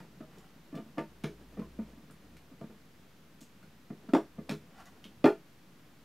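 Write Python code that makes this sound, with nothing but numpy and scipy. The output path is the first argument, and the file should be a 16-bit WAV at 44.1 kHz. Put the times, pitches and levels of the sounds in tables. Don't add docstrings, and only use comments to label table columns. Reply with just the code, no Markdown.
import sys
import numpy as np
from scipy import signal
from scipy.fft import rfft, irfft, next_fast_len
from scipy.io import wavfile
from scipy.ndimage import map_coordinates

SR = 44100
rng = np.random.default_rng(int(sys.argv[2]) if len(sys.argv) > 2 else 0)


def how_loud(loudness_db):
    steps = np.asarray(loudness_db, float) / 20
    return 10 ** steps


def transcribe(signal):
    frames = np.atleast_2d(signal).T
    limited = np.clip(frames, -1, 1)
    pcm = np.round(limited * 32767).astype(np.int16)
    wavfile.write(sys.argv[1], SR, pcm)


N = 266364


def unit(x):
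    return x / np.sqrt(np.mean(x ** 2) + 1e-20)


def along(points, hz):
    f, v = np.transpose(points)
    return np.interp(np.log(hz + 1), np.log(f + 1), v)


def wobble(rate):
    knots = rng.standard_normal(int(N * rate / SR) + 4)
    return map_coordinates(knots, [np.arange(N) * rate / SR])


def filtered(x, response):
    m = next_fast_len(x.shape[-1] + 8192)
    spectrum = rfft(x, m) * response(np.fft.rfftfreq(m, 1 / SR))
    return irfft(spectrum, m)[..., :x.shape[-1]]


def noise(spectrum, size):
    return unit(filtered(rng.standard_normal(size), lambda hz: how_loud(along(spectrum, hz))))


def resonances(peaks):
    def response(f):
        total = 0
        for k, (centre, width, db) in enumerate(peaks):
            damping = 1j * f * width
            total = total + (-1) ** k * how_loud(db) * damping / (centre * centre - f * f + damping)
        return total
    return response


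def ring(modes, t, spread_db, rise, near_hz=None):
    hz, db, t60 = np.transpose(modes)[:, :, None]
    strength, detune, phase = rng.standard_normal((3, len(modes), 1))
    if near_hz:
        db = db - 34 * np.abs(np.log(hz / near_hz))
    decay = how_loud(db + spread_db * strength - 60 * t / t60)
    x = decay * np.sin(2 * np.pi * hz * (1 + 0.004 * detune) * t + 3 * phase)
    x = x.sum(0) * (1 - np.exp(-t / rise))
    return x / np.abs(x).max()


# f/Hz, t60/s
ROOM_DECAY = [(150, 0.129), (1000, 0.16078), (3000, 0.1916), (10000, 0.23357)]


def walls(x, wet_db):
    hz, t, z = signal.stft(rng.standard_normal(len(x)), SR, nperseg=256)
    decay = how_loud(-60 * t / along(ROOM_DECAY, hz)[:, None])
    tail = signal.istft(z * decay, SR, nperseg=256)[1][:len(x)]
    tail = tail * np.clip(np.arange(len(tail)) / SR / 0.003833, 0, 1)
    return x + how_loud(wet_db) * signal.fftconvolve(x, tail / np.linalg.norm(tail))[:len(x)]


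def place(sounds, times):
    out = np.zeros(N + SR)
    for x, s in zip(sounds, times):
        out[round(s * SR):][:len(x)] += x
    return out[:N]


# f/Hz, level/dB per Hz
AIR_COLOUR = [(25, -18), (60, -8), (100, -8), (160, -0.5), (260, -5), (400, -12), (700, -17.5), (1500, -19),
              (3200, -23.5), (6300, -29.5), (8500, -34), (10000, -34), (12500, -31.5), (16000, -36.5)]


def room_tone():
    level_db = -60 + 0.2093 * wobble(3.6074)
    return how_loud(level_db) * noise(AIR_COLOUR, N)


# f/Hz, level/dB per Hz
SIDE_COLOUR = [(15, -45), (25, -21), (53, -13.5), (92, -2.5), (224, -2.5), (891, -1.5), (1020, -1.5),
               (3180, -5.5), (13400, -17.5), (16100, -10.5)]


def side_hiss():
    apart = how_loud(-70.5) * noise(SIDE_COLOUR, N)
    return np.array([apart, -apart])


# start t/s, peak
# t/s, end t/s, f/Hz, peak level/dB
LOW_SWELLS = [(-0.3, 0.2, 0.785, 55.37, -60), (0.999, 1.22, 1.6, 60.5, -56.5),
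              (1.297, 1.78, 2.0544, 60.5, -47.5), (2.099, 2.35, 2.47, 63.47, -54.5),
              (2.4, 2.7, 2.694, 59, -63.5), (2.9, 3.45, 3.7, 75.83, -64), (4.099, 4.5, 4.7, 80.5, -57),
              (4.702, 5.25, 5.331, 80.9, -57)]


def hum():
    t = np.arange(N) / SR
    drift = 2 * np.pi * np.cumsum(1.7507 * wobble(3.1718)) / SR
    swell_db = 14.5
    swells = 0
    for start, peak, end, hz, db in LOW_SWELLS:
        away = np.maximum((peak - t) / (peak - start), (t - peak) / (end - peak))
        swells = swells + how_loud(db - 6.5 - swell_db * away ** 2) * np.sin(2 * np.pi * hz * t + drift)
    return how_loud(0.5 * wobble(4.4)) * swells


# t/s, level/dB
STIRRING = [(0.0, -51), (0.55, -59), (0.94, -57), (1.63, -52), (1.75, -48), (1.95, -54.5), (2.32, -54.5),
            (2.98, -61), (3.9, -69), (4.04, -56), (4.54, -53), (5.08, -63), (5.23, -54), (5.4, -60.5),
            (5.79, -77), (6.04, -67.5)]


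def murmur():
    force = rng.standard_normal(N) * how_loud(4.286 * wobble(27))
    table = resonances([(170, 31.22, -1.5), (214.63, 22, -6), (280, 23.23, -4),
                        (349.85, 59.85, -5.5), (420.56, 174.16, -11.0)])
    level_db = np.interp(np.arange(N) / SR, *np.transpose(STIRRING))
    return how_loud(level_db - 8) * unit(filtered(force, table))


# t/s, peak level/dB, f/Hz
WIRE_KNOCKS = [(0.0009734, -52, 901.2), (0.20224, -54, 1257.2), (0.765, -49.5, 1150), (1.595, -45, 1103.3),
               (1.616, -44.5, 1046.8), (4.09, -45.5, 1343), (4.149, -17, 687.6), (4.158, -20, 454.38),
               (4.154, -26.5, 902.77), (0.207, -48, 630.2), (2.612, -43, 660), (1.268, -37, 410),
               (5.261, -22, 819.9)]
# t/s, peak level/dB, f/Hz, brightness of the spray/dB
WIRE_CLICKS = [(0.7525, -45, 3006, 0.5), (0.7741, -46.5, 2457, -1.5), (0.9806, -36.5, 2749, -6),
               (0.9925, -41.5, 2296, 0), (1.2371, -36, 2871, 4), (1.2418, -32, 1798, 0.5),
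               (2.0987, -48, 1564, -1.5), (2.367, -53, 2345, -2.5), (3.628, -51.5, 1555, 2),
               (4.135, -28, 1888, 2.5), (4.4932, -27, 2290, 3.5), (4.5106, -30, 1900, 4.5),
               (5.0411, -38.5, 2693, 2), (5.0522, -46, 2922, -8), (5.2418, -25.5, 2400, -1),
               (5.2566, -28, 2370, 1.5)]
# t/s, peak level/dB, f/Hz
PASTE_POPS = [(0.383, -53, 6960), (0.7562, -55.5, 4602), (1.2392, -45.5, 4670), (2.108, -53, 8930),
              (2.367, -52, 4712), (3.4069, -49.5, 6852), (3.412, -46.5, 6910), (3.4272, -52.5, 6680),
              (4.146, -43, 5102), (4.8555, -50, 6516), (5.045, -51.5, 5000), (0.002, -48, 1735),
              (2.7, -54, 678)]
# t60/s, width/share of pitch, broad spray level/dB
TICK_KINDS = [
    (0.01874, 0.06907, -22),
    (0.011837, 0.4179, -12),
    (0.023, 0.326, -10),
]


def ticks():
    t, sounds, times = np.arange(SR // 4) / SR, [], []
    for rows, (t60, share, spray_db) in zip((WIRE_KNOCKS, WIRE_CLICKS, PASTE_POPS), TICK_KINDS):
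        for s, db, hz, *bright_db in rows:
            width = hz * share * np.exp((db + 39.5) / 28.5)
            spray = (0.6156 * hz, 3 * hz, spray_db + sum(bright_db))
            crack = rng.standard_normal(len(t)) * how_loud(-60 * t / t60) * (1 - np.exp(-t / 0.0008387))
            crack = filtered(crack, resonances([(hz, width, 0), spray]))
            crack = filtered(crack, resonances([(0.5276 * hz, 2.0213 * hz, 0)]))
            sounds.append(how_loud(db - 0.5) * walls(crack / np.abs(crack).max(), wet_db=1.5))
            times.append(s)
    return place(sounds, times)


# t/s, thump peak level/dB, thump f/Hz, bowl body level/dB, wire hardness level/dB
FIRM_PUSHES = [(0.206, -36.5, 214.5, -11, -9), (0.728, -36, 276, -7.5, -12), (0.742, -33, 181.7, -17, -10),
               (0.76, -30.5, 196.7, -8.5, -27.5), (0.774, -38.5, 280, -10, -5),
               (0.974, -31.5, 295, -15, -9), (0.981, -23.5, 191.6, -5, -5), (1.239, -23.5, 194.1, -8, -19),
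               (1.571, -34, 188, -3.5, -13), (1.59, -24.5, 173.8, -12, -22), (1.613, -43, 161.2, 0, -6.5),
               (1.79, -27, 222.5, -16.5, -17.5), (2.611, -36.5, 194.7, -4.5, -7.5),
               (2.698, -41.5, 209, -10, -12), (3.903, -30, 210.9, -10, -15),
               (4.086, -32.5, 214.6, -11, -16.5), (4.135, -10.5, 265, -6, -13.5),
               (4.148, -28.5, 280, -1.5, -7), (4.384, -29, 204.8, -13.5, -16),
               (4.49, -35, 297.3, -12.5, -2.5), (4.496, -25, 188, -41.5, -22.5),
               (4.514, -25.5, 196.9, -10, -23.5), (5.242, -7.5, 250, -4.5, -10),
               (5.255, -18.5, 215, 4.5, 2.5)]
# t/s, thump peak level/dB, thump f/Hz
LIGHT_NUDGES = [(0.003, -45, 161.7), (0.285, -48, 224.8), (0.56, -48.5, 239.3), (0.791, -35.5, 230.3),
                (0.861, -43, 224.2), (1.93, -45.5, 213), (1.973, -44, 226.7), (2.027, -46, 170),
                (2.101, -42.5, 166.5), (2.158, -48, 171.6), (2.347, -47, 247.2), (2.516, -44, 229.8),
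                (2.638, -38, 213.8), (2.747, -47, 157.6), (2.992, -46, 159), (3.413, -43.5, 217.3),
                (3.634, -45.5, 188), (4.603, -48.5, 201.6), (5.053, -42.5, 210.2)]
# f/Hz, level/dB, t60/s
TABLE_MODES = [(128, -4, 0.16), (154.87, 5, 0.20345), (188, -6, 0.0991), (213, 0, 0.1748),
               (241.87, 0, 0.025), (272.48, 0, 0.1002), (295, -10, 0.043)]
BODY_MODES = [(319.96, -3, 0.20848), (370.84, -12, 0.14348), (417.62, -0.5, 0.11182),
              (450.47, -4.5, 0.09287), (471.48, -3.5, 0.08925), (504.48, 5.5, 0.02918)]
WALL_MODES = [(552.82, 2.5, 0.048), (596.3, -6.5, 0.14), (654.43, 2, 0.11795), (713.84, -3, 0.05935),
              (785.41, -6.5, 0.031)]
RIM_MODES = [(865.84, 1.5, 0.062), (916.92, -0.5, 0.13116), (1031, -30.5, 0.015), (985.5, -17, 0.07),
             (1179.2, 11.5, 0.039245), (1224.2, 0, 0.081), (1380, 5, 0.0408), (1480.3, -9, 0.12),
             (1723, 3, 0.04427), (1839.5, 7, 0.023845), (2052.2, -2.5, 0.051), (2400, 5.5, 0.02587)]
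# f/Hz, level/dB per Hz
SNAP_COLOUR = [(500, -108), (1000, 12.5), (2400, -10.5), (3500, -8), (6000, -48), (9000, -23),
               (12000, -24.5), (16000, -27.5)]


def table_thump(t, db, hz):
    thump = ring(TABLE_MODES, t, spread_db=3.5, rise=0.0016692, near_hz=hz)
    seat_db = -3.5 - 0.2728 * max(db + 24.5, 0)
    shorter = np.exp(max(db + 18.5, 0) / 32)
    press = 0.8112 * how_loud(-60 * (t / 0.045444 * shorter) ** 2)
    return thump * (how_loud(seat_db) + press)


def pushes():
    t, sounds = np.arange(SR // 3) / SR, []
    nudge_body_db, nudge_hard_db = -16.5, -14
    contacts = FIRM_PUSHES + [(*row, nudge_body_db, nudge_hard_db) for row in LIGHT_NUDGES]
    for s, db, hz, body_db, hard_db in contacts:
        thump = table_thump(t, db, hz)
        body = how_loud(body_db) * ring(BODY_MODES, t, spread_db=1.5, rise=0.014192)
        wall_db = hard_db - 0.5 + 0.1881 * (db + 28)
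        wall = how_loud(wall_db) * ring(WALL_MODES, t, spread_db=0.5, rise=0.0014)
        rim = ring(RIM_MODES, t, spread_db=4.0, rise=0.005492)
        snap = how_loud(-9 - 60 * t / 0.0625) * noise(SNAP_COLOUR, len(t))
        snap = snap * (1 - np.exp(-t / 0.002492))
        low = thump + body + wall
        echo = np.pad(low, (round(0.027 * SR), 0))[:len(t)]
        low = walls(low + how_loud(-10) * echo, wet_db=-5)
        high = how_loud(hard_db - 5.5) * walls(rim + snap, wet_db=0.5)
        sounds.append(how_loud(db - 1.0) * (low + high))
    return place(sounds, [row[0] - 0.0005 for row in contacts])


# start t/s, swell/s, hold/s, release/s, level/dB
SCRAPE_STROKES = [
    (0.258, 0.05296, 0.1552, 0.1193, -65.5),
    (4.696, 0.10732, 0.027, 0.1798, -56),
]
# f/Hz, width/Hz, level/dB
SLIDE_MODES = [(752.65, 86.1, 0.5), (1125.4, 65.6, 1), (1381.1, 46.2, 0), (2002.5, 28.03, -1.5),
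               (2528, 100, -32), (3056.6, 42, -9.5)]


def scrape():
    slips = rng.standard_normal(N) * (rng.random(N) < 2500 / SR)
    slips = slips + 0.299 * rng.standard_normal(N)
    slips = slips * how_loud(2.163 * wobble(40))
    broad = [(1268.7, 1467, -13.5), (7000, 4800, -42)]
    wall = unit(filtered(slips, resonances(SLIDE_MODES + broad)))
    t = np.arange(N) / SR
    strokes = 0
    for s, swell, hold, release, db in SCRAPE_STROKES:
        short = np.maximum(1 - (t - s) / swell, (t - s - swell - hold) / release).clip(0)
        strokes = strokes + how_loud(db - 16.5 * short)
    return wall * strokes


def scene():
    def low_cut(f):
        return (1j * f / (125 + 1j * f)) ** 2 * (1j * f / (90 + 1j * f)) ** 2
    mono = room_tone() + hum() + murmur() + ticks() + filtered(pushes(), low_cut) + scrape()
    return np.array([mono, mono])


def roll_off(x):
    return signal.sosfilt(signal.butter(12, 16290, fs=SR, output="sos"), x)


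def record(dry):
    top_hz = 15760
    heard = filtered(dry + side_hiss(), lambda hz: hz < top_hz)
    return roll_off(heard - 0.0009)


dry = scene()
out = record(dry)
transcribe(out)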